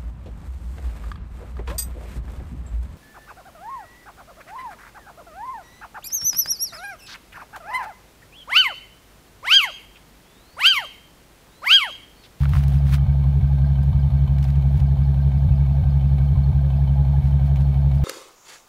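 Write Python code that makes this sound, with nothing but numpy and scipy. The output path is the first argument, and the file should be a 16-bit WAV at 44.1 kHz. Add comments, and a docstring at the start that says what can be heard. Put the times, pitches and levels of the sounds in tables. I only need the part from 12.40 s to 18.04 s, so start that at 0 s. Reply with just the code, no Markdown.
"""A V12 idles outdoors at about 690 rpm, close to its tailpipes: firing pulses ring the exhaust in a
deep, lumpy throb, with a rush of gas and faint valve clatter. Right away a folded paper flyer is
snatched up with sharp taps and a swish. All along, one cylinder misfires now and then and sucks gas
back with a bump. Held to the pipes, the flyer crinkles at about two seconds and again near the end,
by which time the microphone has closed in and the gas is a little louder."""
import sys
import numpy as np
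from scipy import signal
from scipy.fft import rfft, irfft, next_fast_len
from scipy.io import wavfile

SR = 44100
rng = np.random.default_rng(int(sys.argv[2]) if len(sys.argv) > 2 else 0)


def to_wav(s):
    """Save 16-bit WAV."""
    ch = np.atleast_2d(s).T  # columns
    pcm = np.round(np.clip(ch, -1, 1) * 32767)  # PCM
    wavfile.write(sys.argv[1], SR, pcm.astype(np.int16))


N = 248724

# The exhaust's deep standing waves. Each row: pitch in Hz, width in Hz, relative level in dB.
PIPE_MODES = [(55.6, 5.6, 36.5), (74.2, 26.5, 38), (122.4, 13, 21.5), (150.4, 29, 35.5), (201.2, 3.6, 29),
              (257, 81, 11.5)]
# Polarity at the outlet. Each entry: the sign of one of those standing waves.
PIPE_POLARITY = [1, 1, 1, -1, 1, -1]
# Misfires. Each row: rough time in seconds, suction as a multiple of one firing pulse.
MISFIRES = [(.15, 2.9), (.67, 1.9), (1.01, 2), (1.53, 2.2), (1.7, 1.5), (1.88, .9), (2.4, 2.1), (2.57, 1),
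            (3.09, 3), (3.44, 3), (3.96, 2.4), (4.13, 2), (4.82, 1.2)]
# Hollow upper standing waves. Each row: pitch in Hz, width in Hz, relative level in dB.
HOLLOW_MODES = [(273.4, 39, 3.5), (317, 24, 0), (402, 26, -2), (483, 47, -12.5), (544.3, 4.2, 4.5),
                (666, 37, 2), (786, 48, -1.5), (810, 82, -0.5), (920, 37, -0.5)]
# Each exhaust runner's chuff. Each row: place in firings, pitch in Hz, width in Hz, relative level in dB.
RUNNER_CHUFFS = [(1.9, 640, 30, -14.5), (2.7, 510, 31, -15.5), (3.5, 690, 90, -7), (3.8, 835, 29, -8.5),
                 (4.6, 545, 16, -12.5), (6.0, 402, 21, -9.5), (6.4, 865, 28, -22), (7.5, 590, 12, -15),
                 (9.4, 850, 120, -15.5), (9.6, 745, 26, -10), (10.2, 550, 43, -13), (11.6, 750, 130, -13.5)]
# Turbulent hiss at the outlet. Each row: frequency in Hz, relative level in dB.
JET_SPECTRUM = [(150, -24), (450, -9), (750, 1.5), (1050, -7), (1400, -14), (2000, -17), (2450, -12.5),
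                (2750, -20.5), (3500, -15.5), (4300, -18.5), (4800, -36), (7000, -33.5), (15000, -37)]
# Metal rung by the valves. Each row: pitch in Hz, width in Hz, relative level in dB.
METAL_MODES = [(1026, 72, -3), (1218, 28, 4), (1567, 50, 2), (1980, 60, -7.5), (2249, 16, 4),
               (3087, 130, -7.5), (3640, 98, -11), (4274, 150, -11)]
# Valve gear ticks. Each row: place in firings, pitch in Hz, width in Hz, relative level in dB.
VALVE_TICKS = [(1.8, 1580, 65, -67), (2.5, 4900, 120, -74.5), (3.3, 4270, 58, -72), (4.7, 3090, 85, -70.5),
               (5.7, 1700, 86, -67.5), (9.6, 1035, 40, -62.5), (9.6, 3060, 42, -68.5),
               (9.7, 2228, 63, -67.5), (11.6, 1550, 51, -66), (11.7, 2600, 44, -71.5)]
# The flyer popping taut. Each row: start in seconds, relative level in dB.
PAPER_TAPS = [(0.034, -27.5), (.055, -22), (0.135, -23), (0.153, -25.5), (.169, -24.5), (0.207, -37.5),
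              (0.583, -37.5)]
# The body of the folded sheet. Each row: pitch in Hz, width in Hz, relative level in dB.
SHEET_MODES = [(1125, 560, 0), (1360, 420, 3), (2080, 880, -8), (4040, 2900, -22.5)]
# Creases giving way. Each row: start in seconds, relative levels of body and crisp edge in dB.
CREASES = [(0.0925, -34.5, -43), (0.2368, -29.5, -43.5), (0.2803, -39.5, -40.5), (1.4316, -44, -48.5),
           (1.9843, -32, -51.5), (2.0272, -28.5, -47), (2.0413, -28, -53), (2.0859, -36, -57),
           (2.1028, -33.5, -58), (2.157, -37, -61), (2.372, -40.5, -51), (2.4022, -31.5, -59),
           (5.1591, -32, -52)]
# Paper sliding on paper. Each row: peak time in seconds, level in dB, swell and fade in seconds.
PAPER_STROKES = [(0.038, -45, 0.15, 0.024), (.16, -40.5, 0.047, 0.048), (.23, -49, 0.027, 0.037),
                 (0.336, -48.5, 0.071, 0.066), (.472, -45.5, .02, 0.033), (.543, -32, .021, .013),
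                 (1.15, -62.5, .2, .06), (2.048, -53.5, 0.047, .08), (2.391, -53.5, 0.085, 0.027),
                 (4.88, -55.5, .08, .06), (5.075, -52.5, .035, 0.013), (5.21, -51, .022, .02),
                 (5.351, -58.5, 0.064, 0.026), (5.551, -53.5, .03, .07)]
# The colour of that swish. Each row: frequency in Hz, relative level in dB.
SWISH_SPECTRUM = [(400, -27), (900, -5), (1300, 0), (2800, -4.5), (4500, -9), (7500, -17), (9500, -14.5),
                  (11000, -17), (15500, -16.5)]
# The bed of background hiss. Each row: frequency in Hz, relative level in dB.
AIR_SPECTRUM = [(20, 12.5), (200, 0.5), (1500, 3), (4900, 3), (5400, 4), (6200, 1.5), (7700, -4), (9800, 1),
                (10700, -4), (12400, 4), (14200, -3.5), (15700, -6)]

CYLINDERS, BAD_CYLINDER = 12, 9
TIME = np.arange(N) / SR


def throb(times, sizes, level_db=-0.24, outlet_hz=40, muffler_hz=300, low_cut_hz=32):
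    """Firing pulses ring the pipe; its mouth radiates little deep bass and the muffler takes the treble."""
    def exhaust(f):
        pipe = sum(sign * amp(db) * resonance(f, hz, width)
                   for (hz, width, db), sign in zip(PIPE_MODES, PIPE_POLARITY))
        outlet = 1j * f / (1j * f + outlet_hz)
        muffler = 1 / (1 + 1j * f / muffler_hz)
        low_cut = f ** 4 / np.hypot(f ** 4, low_cut_hz ** 4)
        return pipe * (outlet * muffler) ** 2 * low_cut
    return amp(level_db) * filtered(pulses(times, sizes) + gulps(times), exhaust)


def firings(lope_db=2, lope_s=.0003, sway_s=.00048, latest_place=.83, size_scatter=.11, jitter_s=.0002):
    """Pulse times and sizes. The lope: each crank turn has three strong and late, three weak and early."""
    per_turn = CYLINDERS // 2
    fired = np.cumsum(crank_rpm() / 60 * per_turn) / SR - .32
    index = np.arange(int(fired[-1]) + 1)
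    lope = np.where((index + 1) % per_turn < per_turn // 2, 1, -1)
    sway = np.cos(2 * np.pi * (index - latest_place) / CYLINDERS)  # drags and rushes once a cycle
    size_noise, time_noise = rng.standard_normal((len(index), 2)).T
    times = np.interp(index, fired, TIME) + lope_s * lope + sway_s * sway + jitter_s * time_noise
    return times, amp(lope_db * lope) * (1 + size_scatter * size_noise)


def crank_rpm(idle_rpm=696.2, sag_rpm=1.76, recover_s=.8):
    """Each misfire costs a little speed, which the governor wins back."""
    sag = sum((TIME > start) * np.exp(-abs(TIME - start) / recover_s) for start, _ in MISFIRES)
    return idle_rpm - sag_rpm * sag


def gulps(times, soften_hz=170, echo_s=.0122, echo_share=.29, rebound_s=.0295, rebound_share=.22):
    """A misfire sucks gas back in a soft bump that echoes down the pipe; a harder push follows."""
    bad_firings = times[BAD_CYLINDER::CYLINDERS]
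    rough_times, strength = np.transpose(MISFIRES)
    when = bad_firings[np.argmin(abs(bad_firings - rough_times[:, None]), axis=1)]
    suction = pulses(when, strength) + echo_share * pulses(when + echo_s, strength)
    rebound = rebound_share * pulses(when + rebound_s, strength)
    return filtered(rebound - suction, lambda f: np.exp(-(f / soften_hz) ** 2))


def gas(times, sizes, level_db=-46, jet_db=-51.5, closer_db=3.5, approach_s=4.7):
    """Puffs of gas sound the hollow pipe modes, chuff in the runners and hiss at the outlet."""
    def rush():
        return puffs(times, abs(sizes), decay_s=.0054) + rng.standard_normal(N)
    drive = unit(pulses(times, sizes)) + unit(rush())
    hollow = amp(-4) * unit(rung(drive, HOLLOW_MODES))
    chuffs = amp(-4.5) * cycle_rings(times, RUNNER_CHUFFS, scatter_db=3, rough=.5)
    jet = amp(jet_db) * coloured(rush(), JET_SPECTRUM)
    approach = np.minimum(TIME / approach_s, 1)  # the microphone closes in
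    return amp(level_db + closer_db * approach) * (hollow + chuffs) + jet


def spit(times, place=9.9, level_db=-58, scatter_db=1.9):
    """A sharp puff of gas each time the bad cylinder comes round."""
    when = once_a_cycle(times, place)
    sizes = amp(scatter_db * rng.standard_normal(len(when)))
    return amp(level_db) * coloured(puffs(when, sizes, decay_s=.0073), JET_SPECTRUM)


def valves(times, clatter_db=-56.5, scatter_db=1):
    """Valves close in step with the crank and keep the metal ringing; a few tick out on their own."""
    forces = amp(scatter_db * rng.standard_normal(len(times)))
    clatter = puffs(times, forces, decay_s=.0083)
    ticks = amp(-2.5) * cycle_rings(times, VALVE_TICKS, scatter_db=4.5, rough=.34)
    return amp(clatter_db) * unit(rung(clatter, METAL_MODES)) + ticks


def taps(drive_db=31, flutter_db=-24, knock_hz=1500, knock_width_hz=2200):
    """The sheet snaps taut with a hollow tap and flutters for an instant."""
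    starts, db = np.transpose(PAPER_TAPS)
    sizes = amp(db + drive_db)
    snap = pulses(starts, sizes) + amp(flutter_db) * puffs(starts, sizes, decay_s=.0038)
    knock = filtered(snap, lambda f: resonance(f, knock_hz, knock_width_hz))
    return rung(knock, SHEET_MODES)


def crinkles(body_hz=2000, body_width_hz=3000, edge_hz=7000):
    """A crease gives way with a papery crack and a crisp edge."""
    starts, body_db, edge_db = np.transpose(CREASES)
    crack = puffs(starts, amp(body_db + 2), decay_s=.0033)
    fizz = puffs(starts, amp(edge_db + 1), decay_s=.0058)
    body = filtered(crack, lambda f: resonance(f, body_hz, body_width_hz) ** 2)
    edge = filtered(fizz, lambda f: 1j * f / (1j * f + edge_hz))
    return body + edge


def swish(catches_per_s=900, spread_db=3, smooth=.85):
    """Sliding paper hisses, grainy with catching fibres, and peaks where each stroke is fastest."""
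    position, chance = rng.random((int(catches_per_s * N / SR), 2)).T
    sizes = amp(-spread_db * np.log(chance + .01))  # many small catches, a few big ones
    catches = puffs(position * N / SR, sizes, decay_s=.0003)
    friction = unit(catches) + smooth * rng.standard_normal(N)
    strokes = [amp(db) * np.exp(-np.maximum((peak - TIME) / swell, (TIME - peak) / fade))
               for peak, db, swell, fade in PAPER_STROKES]
    envelope = np.sqrt(sum(stroke ** 2 for stroke in strokes))
    return envelope * coloured(friction, SWISH_SPECTRUM)


def air(level_db=-63):
    """A faint, steady bed of hiss."""
    return amp(level_db) * coloured(rng.standard_normal(N), AIR_SPECTRUM)


def cycle_rings(times, rings, scatter_db, rough, rattle_s=.086):
    """Soft-edged rings, each driven by a blow and a short rattle once an engine cycle."""
    out = np.zeros(N)
    for place, hz, width, db in rings:
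        when = once_a_cycle(times, place)
        sizes = amp(scatter_db * rng.standard_normal(len(times))[:len(when)])
        drive = unit(pulses(when, sizes)) + rough * unit(puffs(when, sizes, rattle_s))
        mode = np.concatenate(signal.iirpeak(hz, hz / width, SR))
        out += amp(db) * unit(signal.sosfilt([mode, mode], drive))  # two stages soften the attack
    return out


def once_a_cycle(times, place):
    """The moments when the engine cycle passes one place, counted in firings."""
    index = np.arange(len(times))
    return np.interp(np.arange(place, index[-1], CYLINDERS), index, times)


def pulses(times, sizes):
    """One impulse at each time."""
    samples = np.clip(np.round(times * SR).astype(int), 0, N)
    return np.bincount(samples, sizes, N + 1)[:N]


def puffs(times, sizes, decay_s):
    """Noise bursts with a hard attack and a dying tail."""
    envelope = signal.lfilter([1], [1, -np.exp(-1 / (SR * decay_s))], pulses(times, sizes) + 1e-20)
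    return envelope * rng.standard_normal(N)


def resonance(f, hz, width):
    """Response of one damped mode."""
    return 1j * f * width / (hz * hz - f * f + 1j * f * width)


def rung(x, modes):
    """Play x through a body whose modes alternate in polarity."""
    return filtered(x, lambda f: sum((-1) ** k * amp(db) * resonance(f, hz, width)
                                     for k, (hz, width, db) in enumerate(modes)))


def coloured(x, points):
    """EQ x through (Hz, dB) points on a log frequency axis, at rms 1."""
    hz, db = np.transpose(points)
    return unit(filtered(x, lambda f: amp(np.interp(np.log(f + 1), np.log(hz), db))))


def filtered(x, response):
    """Shape x with a complex frequency response."""
    size = next_fast_len(N + SR // 2, True)
    return irfft(rfft(x, size) * response(np.fft.rfftfreq(size, 1 / SR)), size)[:N]


def amp(db):
    """Decibels to gain."""
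    return 10 ** (np.asarray(db) / 20)


def unit(x):
    """Scale to rms 1."""
    return x / np.sqrt(np.mean(x ** 2) + 1e-20)


def scene():
    """Engine and paper, close and dry over the hiss, in mono."""
    times, sizes = firings()
    engine = throb(times, sizes) + gas(times, sizes) + spit(times) + valves(times)
    paper = taps() + crinkles() + swish()
    return (engine + paper + air())[None]


def record(dry, top_hz=15750):
    """A brick-wall low-pass takes off the very top."""
    return np.array([filtered(channel, lambda f: f < top_hz) for channel in dry])


dry = scene()
out = record(dry)
to_wav(out)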